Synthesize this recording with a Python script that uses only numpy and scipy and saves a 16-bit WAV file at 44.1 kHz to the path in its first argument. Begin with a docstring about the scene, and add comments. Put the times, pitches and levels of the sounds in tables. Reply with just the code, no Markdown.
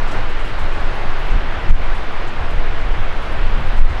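"""A distant waterfall rushes steadily across a forested valley while wind rumbles on the microphone.
The rush is countless splashes blending together; the rumble comes from swirls of air close by.
Leaves rustle faintly as they brush each other, and a tiny ticking, like an insect, joins in.
Two hard gusts overload the recorder, whose limiter turns everything down for a moment."""
import sys
import numpy as np
from scipy import signal
from scipy.fft import rfft, irfft, next_fast_len
from scipy.io import wavfile
from scipy.ndimage import uniform_filter1d, map_coordinates

SR = 44100
rng = np.random.default_rng(int(sys.argv[2]) if len(sys.argv) > 2 else 0)


def transcribe(u):
    """Save the signal u as a 16-bit wav file named by the first command-line argument.

    u: samples, shape (n,) or (channels, n), limited to [-1, 1]; the rate is SR.
    q: integer samples, one column per channel.
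    """
    v = np.clip(np.atleast_2d(u).T, -1, 1)
    q = np.round(v * 32767).astype(np.int16)
    wavfile.write(sys.argv[1], SR, q)


N = 176400


def amp(db):
    """Turn decibels into a number to multiply by."""
    return 10 ** (np.asarray(db) / 20)


def unit(x):
    """Scale a signal so that its average strength (rms) is 1."""
    return x / np.sqrt(np.mean(x ** 2) + 1e-20)


def curve(rows):
    """Join (time, value) points with straight lines, one value per sample."""
    return np.interp(np.arange(N) / SR, *np.transpose(rows))


def wobble(rate):
    """A smooth curve through `rate` random values a second."""
    points = rng.standard_normal(int(N * rate / SR) + 4)
    return map_coordinates(points, [np.arange(N) * rate / SR])


def filtered(x, response):
    """Scale each frequency of x by response(hz); mirroring the ends avoids clicks."""
    padded = np.pad(x, SR // 2, mode="reflect", reflect_type="odd")
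    size = next_fast_len(len(padded))
    gain = response(np.fft.rfftfreq(size, 1 / SR))
    return irfft(rfft(padded, size) * gain, size)[SR // 2:][:N]


def noise(tone):
    """Noise of strength 1; the (f/Hz, level/dB) points set the balance of low and high."""
    hz, db = np.transpose(tone)
    gain = amp(np.interp(np.log(np.fft.rfftfreq(N, 1 / SR) + 1), np.log(hz + 1), db))
    return unit(irfft(rfft(rng.standard_normal(N)) * gain, N))


def patchy(x, depth_db):
    """Make random patches of time and frequency a little louder or softer."""
    spectra = signal.stft(x, nperseg=512)[2]
    patches = uniform_filter1d(rng.standard_normal(spectra.shape), size=9, axis=0)  # blur in frequency
    patches = uniform_filter1d(patches, size=14, axis=1)  # blur in time
    return unit(signal.istft(spectra * amp(depth_db * unit(patches)), nperseg=512)[1][:N])


def waterfall():
    """Countless splashes merge into one rush, dulled by distance and stirred by moving air."""
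    # the tone of the rush across the valley: f/Hz, relative level/dB
    rush_tone = [(60, 8.5), (220, -3.5), (310, 0), (440, -0.93), (800, 0.6), (1500, -2), (2200, -6),
                 (3200, -11.5), (4200, -19), (5300, -26), (7000, -34.5), (9500, -40.5), (12500, -53),
                 (15500, -52)]
    # its slow swells: t/s, level/dB
    swells = [(0, -26.5), (.17, -24.5), (.27, -27.5), (.47, -26.5), (.78, -26), (1.1, -26.5), (2.45, -27),
              (2.7, -27), (4, -27)]
    drift_db = -0.36 * wobble(9.14)
    return amp(curve(swells) + drift_db) * patchy(noise(rush_tone), depth_db=0.7)


def leaves():
    """Nearby leaves hiss faintly, with short grainy rustles where they brush together."""
    # the constant stir of the leaves: t/s, level/dB
    stir = [(0, -51), (.6, -54), (1.2, -53), (1.5, -63), (1.95, -53), (2.9, -63), (3.3, -54), (4, -56.5)]
    # the tone of that stir: f/Hz, relative level/dB
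    stir_tone = [(1500, -30), (4000, 18.5), (7000, -2.5), (10500, -12), (12500, -8), (15500, -17)]
    # single rustles: t/s, level/dB, fade time/s, centre f/Hz, width/octaves
    rustles = [(.08, -50, 0.033, 6600, .35), (0.117, -45, 0.025, 6070, .48), (0.17, -61, 0.054, 7500, 0.45),
               (.297, -51.5, .02, 6840, .38), (0.398, -54, .03, 7500, .3), (0.45, -53.5, 0.056, 7500, 0.42),
               (0.589, -52.5, .05, 7200, .44), (0.727, -58, .08, 7500, .3), (.803, -54, .012, 7500, .3),
               (.945, -62, .04, 9900, .24), (1.07, -63, .04, 11000, .15), (1.192, -60, .04, 11000, 0.24),
               (1.27, -59, 0.021, 11300, .2), (1.303, -53, 0.017, 6500, 0.24),
               (1.697, -50.5, .03, 6860, .3), (1.95, -54.5, .04, 7700, .33), (2.276, -51, .022, 7000, 0.24),
               (2.505, -54.5, 0.029, 7750, .5), (2.797, -55, .012, 7000, 0.25),
               (3.22, -57, .05, 8000, 0.38), (3.323, -56, .01, 9900, .2), (3.675, -60, .03, 9900, 0.24),
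               (3.769, -54, .05, 7000, 0.39), (3.896, -53.5, 0.037, 6700, 0.37)]
    rise_s, grain_db = 0.0079, 1.5
    out = amp(curve(stir)) * noise(stir_tone)
    t = np.arange(SR // 2) / SR
    hz = np.fft.rfftfreq(len(t), 1 / SR) + 1
    grain_times = t[::64]
    for peak_s, db, fade_s, centre_hz, octaves in rustles:
        white = rng.standard_normal(len(t))
        flicker = np.interp(t, grain_times, rng.standard_normal(len(grain_times)))
        grains = white * amp(grain_db * flicker)
        band = np.exp(-.5 * (np.log2(hz / centre_hz) / octaves) ** 2)
        hiss = unit(irfft(rfft(grains) * band, len(t)))
        envelope = np.minimum(t / rise_s, 1) * np.exp(-np.maximum(t - rise_s, 0) / fade_s)
        start = max(round((peak_s - rise_s) * SR), 0)
        out[start:start + len(t)] += (amp(db) * envelope * hiss)[:N - start]
    return out


def insect():
    """Tiny high ticks, probably from an insect in the leaves, slowly speed up."""
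    # the tone of a tick: f/Hz, relative level/dB
    tick_tone = [(6000, -32), (9000, 0), (11500, -4), (14500, -20)]
    start_s, fade_s, level_db = 1.78, 0.0035, -60.5
    t = np.arange(N) / SR - start_s
    ticks_per_s = 22 + 5.1 * t
    tick_count = np.cumsum(ticks_per_s * (1 + .1 * wobble(30))) / SR  # slightly uneven pace
    since_tick_s = (tick_count % 1) / np.abs(ticks_per_s)
    ticks = np.exp(-since_tick_s / fade_s) * (t > 0)
    return amp(level_db + 1.9 * wobble(25.05)) * ticks * noise(tick_tone)


def wind():
    """Swirls of air rumble and buffet the microphone over a slow pressure sway and two hard gusts."""
    # the wind's strength, which rumble and buffeting both follow: t/s, level/dB
    strength = [(0.0, -22), (0.18, -22), (0.35, -24.5), (0.72, -20.5), (1.02, -30.5), (1.22, -29),
                (1.35, -12), (1.44, -28), (1.62, -20.5), (1.71, -12.5), (1.8, -19.5), (2.02, -20.5),
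                (2.18, -52), (2.3, -35), (2.44, -18), (2.6, -22), (2.78, -20), (3.02, -17.5), (3.13, -23.5),
                (3.38, -15), (3.6, -15.5), (3.7, -20), (4.0, -15)]
    # the deep rumble: f/Hz, relative level/dB
    rumble_tone = [(12, -12), (24, 5), (32, 1), (40, -9), (52, -8.5), (70, -19.5), (100, -38), (200, -51),
                   (600, -120)]
    # the higher buffeting of small swirls: f/Hz, relative level/dB
    buffet_tone = [(30, -18), (65, 3.5), (100, -3.5), (150, -11), (230, -17), (400, -42), (1200, -120)]
    # the slow sway of air pressure: f/Hz, relative level/dB
    sway_tone = [(2, -45), (7, 0), (14, 4), (21, -4.5), (29, -18), (50, -42), (150, -120)]
    # hard gusts: t/s, peak level/dB, half length/s, swing f/Hz, thump level/dB
    gusts = [(1.721, 7.5, 0.021, 17, -20), (3.827, 6, 0.03, 17.2, -34)]
    rumble_offset_db, buffet_offset_db, lumps_per_s = -1, -14, 16
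    sway_db, sway_top_hz = -13, 27
    wind_db = curve(strength)
    rumble = amp(wind_db + rumble_offset_db + 2 * wobble(lumps_per_s)) * noise(rumble_tone)
    buffet_gain = amp(wind_db + buffet_offset_db + 4 * wobble(lumps_per_s))
    sway = np.tanh(noise(sway_tone) / 2)  # round off the biggest peaks
    sway = filtered(sway, lambda hz: 1 / (1 + (hz / sway_top_hz) ** 10))
    pressure = amp(sway_db) * unit(sway)
    for peak_s, peak_db, half_s, swing_hz, thump_db in gusts:
        t = np.arange(N) / SR - peak_s
        swell = np.exp(-.5 * (t / half_s) ** 2)
        swing = amp(peak_db) * np.cos(2 * np.pi * swing_hz * t)
        pressure = pressure * (1 - swell) + swing * swell  # the gust takes over from the sway
        buffet_gain = buffet_gain + amp(thump_db) * swell
    return rumble + buffet_gain * noise(buffet_tone) + pressure


def limiter(x):
    """The volume drops fast when a peak passes the ceiling, then recovers; anything past 1 is cut off."""
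    ceiling, attack_s, release_s = 0.86, 0.0027, 0.035
    excess = np.log(np.maximum(np.abs(x) / ceiling, 1))
    fade = np.arange(N) / SR / release_s
    # remember each peak and let it fade away
    held = np.exp(np.maximum.accumulate(np.log(excess + 1e-12) + fade) - fade)
    smoothing = np.exp(-1 / (attack_s * SR))
    reduction = signal.lfilter([1 - smoothing], [1, -smoothing], held)
    return np.clip(x * np.exp(-reduction), -1, 1)


def scene():
    """The waterfall far off; wind, leaves and an insect close by, all in one channel."""
    return (waterfall() + wind() + leaves() + insect())[None]


def record(dry):
    """The recorder holds down loud peaks and drops the very highest treble."""
    top_hz = 15720
    return filtered(limiter(dry[0]), lambda hz: hz < top_hz)[None]


dry = scene()
out = record(dry)
transcribe(out)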